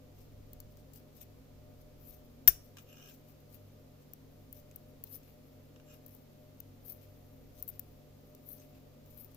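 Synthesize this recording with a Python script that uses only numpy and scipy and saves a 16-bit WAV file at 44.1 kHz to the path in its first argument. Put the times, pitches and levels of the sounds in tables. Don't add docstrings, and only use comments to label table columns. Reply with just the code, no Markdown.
import sys
import numpy as np
from scipy import signal
from scipy.fft import rfft, irfft, next_fast_len
from scipy.io import wavfile
from scipy.ndimage import map_coordinates

SR = 44100
rng = np.random.default_rng(int(sys.argv[2]) if len(sys.argv) > 2 else 0)


def waveform_to_disk(signal):
    frames = np.transpose(np.atleast_2d(signal))
    scaled = np.clip(frames, -1, 1) * 32767
    samples = np.round(scaled).astype(np.int16)
    wavfile.write(sys.argv[1], SR, samples)


N = 412776
TIME = np.arange(N) / SR

# pitch in Hz, level in dB, flutter per second, unsteady share from 0 to 1.
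MOTOR_TONES = [(146.1, -64, 6, 0.08), (236.7, -71.5, 12, 0.7), (263.6, -69, 12, 1), (495, -80, 33, 0.94),
               (602.7, -70, 15, 0.6), (721, -79.5, 16, 0.48), (1210, -87, 35, 0.89)]
# time in seconds, level in dB.
HUM_LEVEL = [(0.0, -64), (0.36, -62), (0.49, -60), (1.09, -66), (1.41, -63), (2.34, -67), (2.61, -61.5),
             (3.18, -71), (3.6, -63), (3.86, -66), (4.14, -70), (4.3, -64.5), (5.68, -67.5), (6.13, -63),
             (6.28, -70), (6.78, -62.5), (7.43, -66.5), (7.82, -61), (8.03, -70), (8.63, -64.5),
             (8.94, -69), (9.36, -62)]
# time in seconds, level in dB.
RUMBLE_LEVEL = [(0, -62), (.45, -56), (.72, -59), (1.05, -64), (1.6, -60), (3, -66), (3.9, -67.5),
                (4.5, -63), (5.3, -65.5), (6.5, -66.5), (7.65, -60.5), (8.2, -67), (9.3, -62.5)]
# frequency in Hz, strength in dB per Hz.
RUMBLE_COLOUR = [(12, -3), (30, -1), (54, -0.5), (66, 2.5), (80, -9.5), (120, -9.5), (220, -52.5)]
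DRONE_COLOUR = [(90, -26.5), (150, -7.5), (175, -9.5), (200, -3.5), (220, -4), (280, -2.5), (315, -10),
                (420, -7.5), (530, -6), (660, -15), (800, -18.5), (1000, -21.5), (1400, -27), (2500, -58)]
HISS_COLOUR = [(500, -13), (1200, 0), (2000, 2), (5000, -0.5), (7000, -3), (9000, -9.5), (11000, -4.5),
               (13500, 0.5), (15400, -1.5), (15800, -24.5)]
# frequency in Hz, likeness from 0 to 1.
LIKENESS = [(60, 0.83), (150, 0.47), (300, 0.71), (600, 0.035), (1200, 0.079), (4000, 0.04),
            (10000, 0.0503)]
# fastest moment in seconds, sizzle in dB, rasp in dB,
# length in seconds.
STROKES = [(.212, -63.5, -71.5, 0.11), (.717, -64, -76, .026), (0.797, -66, -71, 0.035),
           (0.967, -56, -66.5, 0.06), (1.185, -59, -66.5, 0.085), (1.223, -53.5, -64, 0.041),
           (1.816, -60, -72, .025), (2.102, -49.5, -66, 0.12), (2.666, -66, -73, 0.083),
           (2.818, -62, -74, 0.045), (3.1, -57, -64, 0.12), (3.295, -61.5, -73, 0.076),
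           (3.543, -53, -67.5, 0.056), (4.023, -67, -76, .026), (4.572, -55, -67.5, 0.053),
           (4.9, -74, -77, 0.033), (5.072, -58, -66, .03), (5.141, -45, -63.5, 0.074),
           (5.948, -62, -68, 0.043), (6.14, -59.5, -74, 0.1), (6.897, -42.5, -64, 0.069),
           (7.031, -66, -75, .08), (7.602, -62, -66.5, 0.089), (7.692, -55, -76, .028),
           (7.72, -65, -72.5, 0.078), (8.514, -44.5, -69, 0.084), (8.614, -60.5, -66, 0.074),
           (9.131, -66, -74, 0.089), (9.21, -48, -69, 0.072), (9.317, -62, -70, 0.018)]
# frequency in Hz, strength in dB per Hz.
SIZZLE_COLOUR = [(8800, -47.5), (9700, -18.5), (10700, -13.5), (11600, -7.5), (12500, -4), (13700, -3.5),
                 (14600, -2), (15400, -6.5), (15800, -33)]
RASP_COLOUR = [(900, -34), (2300, -4.5), (4000, -4), (6000, 0.5), (7400, -6), (8500, -2.5), (9500, -23)]
WOOL_COLOUR = [(1200, -23), (2000, -6.5), (2550, -1), (3200, -8), (5000, -8.5), (8000, -15), (10000, -28)]
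# start in seconds, level in dB, body in dB relative to that level,
# t60 in seconds, note of the shaft at that grip in Hz.
TICKS = [(0.532, -43, -11, .012, 4300), (.602, -39.5, -9.5, 0.017, 4400), (.771, -56, -4, .015, 5400),
         (0.9346, -47, -8, 0.023, 7500), (.959, -48.5, -7, .012, 5500), (3.404, -61, -12, .01, 5800),
         (4.1348, -40.5, -12.5, .0093, 5800), (4.5271, -34.5, -26, 0.014, 5500), (4.712, -57, 2, .01, 2500),
         (4.7596, -35, -18.5, .0098, 6000), (5.0385, -32.5, -17, 0.011, 4400),
         (5.232, -62.5, 3, 0.016, 2540), (6.0628, -43, -15, 0.015, 7600), (6.081, -50, -18, .012, 5800),
         (6.092, -57, -18, .012, 5800), (6.149, -48, -16, .015, 5800), (6.6028, -38, -13, 0.0097, 5900),
         (6.859, -48, -16, .028, 6000), (7.598, -47, -19, .012, 5800), (7.603, -53, -16, .014, 5200),
         (7.626, -28.5, -27, 0.009, 6900), (7.635, -47, -22, .03, 5400), (7.6785, -34.5, -20.5, 0.02, 7760),
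         (7.682, -44, -24, .012, 5200), (7.686, -46, -24, .012, 6400), (7.6889, -32, -31, 0.012, 5800),
         (7.6965, -44, -25, .012, 4400), (7.7, -41, -26, .01, 5800), (7.7943, -29, -17.5, 0.015, 5700),
         (8.349, -50.5, -7, 0.01, 5800), (8.4885, -41, -31, 0.05, 5800), (9.06, -55, -9, .025, 5800),
         (9.176, -45, -26, 0.04, 5800), (9.2453, -40, -24, 0.025, 5800), (9.346, -47, -12, .015, 5750)]
# frequency in Hz, strength in dB per Hz.
TICK_TOP_COLOUR = [(8900, -26), (9800, -9.5), (10700, 0), (11800, 2), (13600, 11), (15200, 8), (16300, -9)]
TICK_BODY_COLOUR = [(500, -14), (1300, -1), (2200, -7), (2700, 3.5), (3500, -3.5), (4400, 2), (5200, 4),
                    (6000, 6), (7000, 6), (8000, 6), (9200, -6)]
# frequency in Hz, difference in dB.
TIP_PAN = [(5000, 2), (8000, 0.5), (10000, 9), (12000, 18), (14000, 20.5)]
# pitch in Hz, left level in dB, right level in dB,
# t60 in seconds.
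NEEDLE_MODES = [(480, -44, -47, .08), (850, -46, -46, .04), (1630, -32, -32, .03), (1780, -33, -32, .03),
                (2380, -37, -35, .025), (2900, -32, -30, .028), (3634, -37, -43, .05), (4270, -52, -52, .1),
                (4620, -54, -54, .12), (5440, -42, -39, .13), (5480, -34, -29, .055), (5780, -36, -32, .05),
                (5850, -33, -33, .06), (5885, -37, -37, .13), (6148, -43, -45, .11), (6490, -37, -39, .09),
                (7208, -39, -39, .08), (8100, -33, -36, .05), (10330, -27, -43, .075),
                (11050, -31, -36, .05), (11180, -40, -48, .13), (11890, -20, -41, .06),
                (13540, -5.5, -33, .04), (13780, -21, -38, .015), (15200, -28, -40, .12)]
# frequency in Hz, strength in dB per Hz.
CRACK_COLOUR = [(50, -3), (200, -1), (450, -2), (850, -2.5), (1120, -4.5), (1600, 5), (2700, -2.5),
                (4300, -6.5), (6000, 3.5), (8000, -1.5), (9000, -5), (10500, 5.5), (12600, -2), (14000, 3),
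                (15300, 5), (15900, -17)]
# centre in Hz, width in Hz, level in dB.
RATTLE_CLUSTERS = [(1590, 350, -11.5), (2540, 520, -13), (3538, 300, -10), (4120, 180, -14),
                   (4780, 250, -9.5), (5590, 340, 5), (6536, 230, -3), (7190, 260, -4.5), (8070, 410, -3),
                   (10100, 490, -0.5), (11130, 280, 2), (12600, 360, 1), (13850, 340, -3),
                   (14950, 450, -0.5), (15500, 188, 4)]
# pitch in Hz, level in dB, t60 in seconds.
FURNITURE_MODES = [(31, -44.5, .35), (52, -42, 0.24), (84, -48.5, 0.18), (177.3, -52.5, .13),
                   (216, -52.5, 0.12), (293.3, -51.5, 0.069)]
# start in seconds, level in dB, t60 in seconds,
# frequency in Hz above which the catch is dulled.
CATCHES = [(2.7695, -48, 0.043, 13000), (2.7832, -51, 0.1, 13000), (5.76, -48.5, .03, 1700),
           (5.7987, -54, 0.028, 2400)]
# frequency in Hz, strength in dB per Hz.
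CATCH_COLOUR = [(1200, -2), (3000, -1), (8000, -0.5), (11000, 1), (15000, -1)]
# start in seconds, length in seconds, level at the end in dB.
SCRAPES = [(2.844, 0.278, -59), (5.85, 0.097, -64.5)]
# centre in Hz, width in Hz, level in dB.
SKID_RESONANCES = [(1280, 290, 5.5), (1620, 94, 6.5), (2470, 90, 9), (2850, 300, 7), (3180, 140, 0),
                   (3620, 380, -2), (5410, 110, 7), (5840, 150, 4), (6320, 120, 7), (7220, 140, 5),
                   (7450, 130, 5), (10860, 270, -10), (11890, 90, 11.5), (13540, 110, 11.5),
                   (15240, 120, 10)]
# frequency in Hz, difference in dB.
SKID_PAN = [(5000, 0), (9000, 3.5), (14000, 11.5)]
# frequency in Hz, t60 in seconds.
ROOM_FADE = [(100, 0.31), (1000, 0.18), (6000, 0.34), (14000, 0.26)]

HUM_HZ, HUM_DB = 100.5, 1
BOOM_HZ, BOOM_DB, BOOM_FLUTTER = 96.8, -70, 9
RISE_SHARE = 0.512
FOLLOW_S, FOLLOW_DB, FOLLOW_LENGTH_S = .14, -25.5, .11
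TIP_HZ, TIP_SPREAD = 13780, 0.017
STRIKE_S = 2.4757
SETTLE_S, PRESS_DB_PER_S, LIFT_S = 0.048, 21, 0.013
SQUEAK_HZ, SQUEAK_WIDTH_HZ, SQUEAK_DB = 2900, 440, -11.5
SAG_HZ, SLOWING_S = 400, .045
TOP_HZ = 16100


def amp(db):
    return 10 ** (np.asarray(db) / 20)


def unit(x):
    return x / np.sqrt(np.mean(x ** 2) + 1e-20)


def along(points, hz):
    f, v = np.transpose(points)
    return np.interp(np.log(hz + 1), np.log(f + 1), v)


def wobble(rate):
    knots = rng.standard_normal(int(N * rate / SR) + 4)
    steps = np.linspace(0, len(knots) - 1, 8 * len(knots))
    return unit(np.interp(TIME * rate, steps, map_coordinates(knots, [steps])))


def filtered(x, response):
    size = next_fast_len(N + 8192)
    spectrum = rfft(x, size) * response(np.fft.rfftfreq(size, 1 / SR))
    return irfft(spectrum, size)[..., :N]


def noise(colour):
    white = rng.standard_normal((2, N))
    return unit(filtered(white, lambda hz: amp(along(colour, hz))))


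def diffuse(colour):
    def mix(hz):
        turn = np.arccos(np.clip(along(LIKENESS, hz), -1, 1)) / 2
        return np.array([np.cos(turn), np.sin(turn)])

    mid, side = filtered(noise(colour), mix)
    return unit(np.array([mid + side, mid - side]))


def shaded(x, pan):
    return filtered(x, lambda hz: np.array([np.ones_like(hz), amp(-along(pan, hz))]))


def swells(rows):
    power, t = 0, TIME[::16]
    for s, db, length in rows:
        away = np.abs(t - s) / (length * np.where(t < s, RISE_SHARE, 1 - RISE_SHARE))
        power = power + amp(db - 10 * np.minimum(away, 20) ** (3 / 2)) ** 2
    return np.interp(TIME, t, np.sqrt(power))


def burst(s, hold, t60):
    start = int(s * SR)
    t = TIME[:min(SR // 2, N - start)]
    envelope = np.zeros(N)
    rise = np.minimum(t / 0.00058, 1)
    envelope[start:start + len(t)] = rise * amp(-60 * np.maximum(t - hold, 0) / t60)
    return envelope


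def patchy(x, depth_db, width_hz, life):
    hz, t, z = signal.stft(x, SR, nperseg=256)
    knots = rng.standard_normal((int(hz[-1] / width_hz) + 2, int(t[-1] / life) + 2))
    grid = np.meshgrid(hz / width_hz, t / life, indexing="ij")
    field = map_coordinates(knots, grid, order=2)
    return unit(signal.istft(z * amp(depth_db * field), SR, nperseg=256)[1][..., :N])


def resonances(table):
    def response(f):
        return sum(amp(db) * (f * width) ** 2 / ((centre * centre - f * f) ** 2 + (f * width) ** 2)
                   for centre, width, db in table)
    return response


def room(x):
    hz, t, z = signal.stft(rng.standard_normal((2, SR // 2)), SR, nperseg=256)
    fade = amp(-60 * t / along(ROOM_FADE, hz)[:, None])
    tail = signal.istft(z * fade, SR, nperseg=256)[1]
    return signal.fftconvolve(x[None], tail / np.linalg.norm(tail[0]), axes=1)[:, :N]


def motor(drone_db=-62, hiss_db=-70.5, spread=0.325):
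    tones = np.zeros((2, N))
    for hz, db, flutter, share in MOTOR_TONES:
        sway = 1 - share + share * (wobble(flutter) + 1j * wobble(flutter))
        ports = spread * np.sqrt(hz / 300) * np.array([[1], [-1]])
        wave = np.exp(1j * (2 * np.pi * hz * TIME + ports))
        tones = tones + amp(db) * unit(np.real(sway * wave))
    boom_sway = wobble(BOOM_FLUTTER) + 1j * wobble(BOOM_FLUTTER)
    boom = unit(np.real(boom_sway * np.exp(2j * np.pi * BOOM_HZ * TIME)))
    hum_level = amp(HUM_DB + np.interp(TIME, *np.transpose(HUM_LEVEL)))
    hum = hum_level * unit(np.sin(2 * np.pi * HUM_HZ * TIME))
    rumble = amp(np.interp(TIME, *np.transpose(RUMBLE_LEVEL))) * diffuse(RUMBLE_COLOUR)
    air = amp(drone_db) * diffuse(DRONE_COLOUR) + amp(hiss_db) * diffuse(HISS_COLOUR)
    left_right = amp([[.7], [-.7]])
    return (tones + hum) * left_right + rumble + amp(BOOM_DB) * boom + air


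def slides(fibres_db=-74.0, stir_db=3, wool_db=-8):
    sizzles = [(s, db, length) for s, db, rasp_db, length in STROKES]
    rasps = [(s, rasp_db, length) for s, db, rasp_db, length in STROKES]
    follows = [(s + FOLLOW_S, db + FOLLOW_DB, FOLLOW_LENGTH_S) for s, db, length in sizzles]
    drags = [(s + FOLLOW_S, db + wool_db, FOLLOW_LENGTH_S) for s, db, length in rasps]
    slips = unit(amp(3 * wobble(900) + 1.7 * wobble(110)))
    pace = np.minimum(TIME / 7, 1)
    stir = amp(fibres_db + stir_db * wobble(10)) * pace
    pair = np.array([noise(SIZZLE_COLOUR), noise(RASP_COLOUR)])
    bright, dull = patchy(pair, depth_db=3.8, width_hz=520, life=.025)
    sizzle = (swells(sizzles + follows) + stir) * bright
    rasp = swells(rasps) * dull
    wool = pace * swells(drags) * noise(WOOL_COLOUR)
    return shaded(slips * (sizzle + rasp + wool), TIP_PAN)


def ticks(hold=0.002, top_db=-4.5, body_db=-7, tail_db=-25, snap_db=-2, snap_t60=0.0022,
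          note_db=-10, tip_db=-6, ring_t60=0.012):
    top, body, rings = np.zeros((3, N))
    for s, db, rel_db, t60, note_hz in TICKS:
        near = slice(int(s * SR), int(s * SR) + SR // 4)
        snap = amp(snap_db) * burst(s, hold / 2, snap_t60)[near]
        contact = amp(db) * (burst(s, hold, t60)[near] + snap)
        top[near] += contact + amp(db + tail_db) * burst(s, hold, 0.12)[near]
        body[near] += contact * amp(rel_db)
        turn = 2 * np.pi * (TIME[near] - s)
        tip_hz = TIP_HZ * (1 + TIP_SPREAD * rng.standard_normal())
        note = amp(rel_db + note_db) * np.sin(note_hz * turn)
        tip = amp(tip_db) * np.sin(tip_hz * turn)
        rings[near] += amp(db) * burst(s, hold, ring_t60)[near] * (note + tip)
    ping = patchy(noise(TICK_TOP_COLOUR), depth_db=3, width_hz=600, life=.08)
    knock = noise(TICK_BODY_COLOUR)
    return shaded(amp(top_db) * top * ping + amp(body_db) * body * knock + rings, TIP_PAN)


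def strike(contact=0.00358, build=0.001, sustain=0.0092, crack_db=-24, clatter_db=-43,
           clatter_t60=0.23, grip=0.2505):
    t = np.maximum(TIME - STRIKE_S, 0)
    ringing = (t > 0) & (t < .4)
    ring, shake = np.zeros((2, N)), wobble(180)
    for hz, left_db, right_db, t60 in NEEDLE_MODES:
        hold = sustain * hz / 13500
        roughness = grip * np.roll(shake, rng.integers(N))[ringing]
        phase = 2 * np.pi * hz * t[ringing] + roughness
        ports = np.array([[0], [np.pi]]) * min(hz / 7000, 1) ** 2
        level = amp([[left_db], [right_db]]) * burst(STRIKE_S, hold, t60)[ringing]
        ring[:, ringing] += level * np.sin(phase + ports)
    near, far = noise(CRACK_COLOUR)
    crack_ports = np.array([near, 0.59 * near + 0.21 * far])
    crack = amp(crack_db) * burst(STRIKE_S, contact, 0.027) * crack_ports
    surface = patchy(noise(CRACK_COLOUR), depth_db=4.5, width_hz=250, life=.3)
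    clatter = amp(clatter_db) * burst(STRIKE_S, contact, clatter_t60) * surface
    return ring * (1 - np.exp(-t / build)) + shaded(crack + clatter, SKID_PAN)


def rattle(hold=0.0028, first_db=-19.0, first_t60=0.028, tail_db=-37.5, tail_t60=.19,
           t60_spread=.25, count=64):
    response = resonances(RATTLE_CLUSTERS)
    clusters = unit(filtered(rng.standard_normal((2, N)), response))
    buzz = amp(first_db) * burst(STRIKE_S, hold, first_t60) * clusters
    hz = 1400 + 14100 * (np.arange(count) + rng.random(count))[:, None] / count
    size = response(hz) * amp(2.5 * rng.standard_normal((count, 1)))
    t60 = tail_t60 * np.exp(t60_spread * rng.standard_normal((count, 1)))
    t = TIME[:SR // 4]
    modes = size / np.linalg.norm(size) * amp(-60 * t / t60) * np.exp(2j * np.pi * hz * t)
    at_ports = np.sqrt(2) * np.exp(2j * np.pi * rng.random((2, count)))
    start = int(STRIKE_S * SR)
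    tail = np.zeros((2, N))
    tail[:, start:start + len(t)] = np.real(at_ports @ modes) * np.minimum(t / hold, 1)
    return shaded(buzz + amp(tail_db) * tail, SKID_PAN)


def thump(hold=.012):
    t = TIME - STRIKE_S
    boom = np.zeros(N)
    for k, (hz, db, t60) in enumerate(FURNITURE_MODES):
        sign = (-1) ** k
        boom += sign * amp(db) * burst(STRIKE_S, hold, t60) * np.sin(2 * np.pi * hz * t)
    return boom * amp([[2], [-3]])


def skidding():
    drag, sag = np.zeros(N), np.zeros(N)
    for s, length, db in SCRAPES:
        left = s + length - TIME
        touching = np.clip((TIME - s) / SETTLE_S, 0, 1) * np.clip(1 + left / LIFT_S, 0, 1)
        drag += amp(db - PRESS_DB_PER_S * np.clip(left, 0, length)) * touching
        sag += np.clip(1 - left / SLOWING_S, 0, 1) * (touching > 0)
    return drag, sag


def scrapes(wash_db=-13, catch_wash_db=-7, catch_hold=0.0011):
    def body(floor_db):
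        return lambda f: amp(floor_db) * (f > 1000) * (f < 15500) + resonances(SKID_RESONANCES)(f)

    slips = amp(2.6 * wobble(600) + 1.2 * wobble(70))
    rubbing = patchy(rng.standard_normal((2, N)), depth_db=3.2, width_hz=300, life=.06)
    friction = unit(filtered(rubbing * slips, body(wash_db)))
    drag, sag = skidding()
    hoarseness = wobble(SQUEAK_WIDTH_HZ) + 1j * wobble(SQUEAK_WIDTH_HZ)
    turns = np.cumsum(SQUEAK_HZ - SAG_HZ * sag) / SR
    squeak = unit(np.real(hoarseness * np.exp(2j * np.pi * turns)))
    skid = drag * (friction + amp(SQUEAK_DB) * squeak)
    snag = unit(filtered(noise(CATCH_COLOUR), body(catch_wash_db)))
    catches = np.zeros((2, N))
    for s, db, t60, dull_hz in CATCHES:
        dulled = signal.lfilter(*signal.butter(1, dull_hz, fs=SR), snag)
        catches += amp(db) * burst(s, catch_hold, t60) * dulled
    return shaded(skid + catches, SKID_PAN)


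def scene():
    needles = slides() + ticks() + strike() + rattle() + thump() + scrapes()
    echo = amp(-16.5) * room(needles[1]) + amp(-35.5) * room(needles[0])
    return needles + echo + motor()


def record(dry):
    return filtered(dry, lambda hz: 1 / (1 + (hz / TOP_HZ) ** 160))


dry = scene()
out = record(dry)
waveform_to_disk(out)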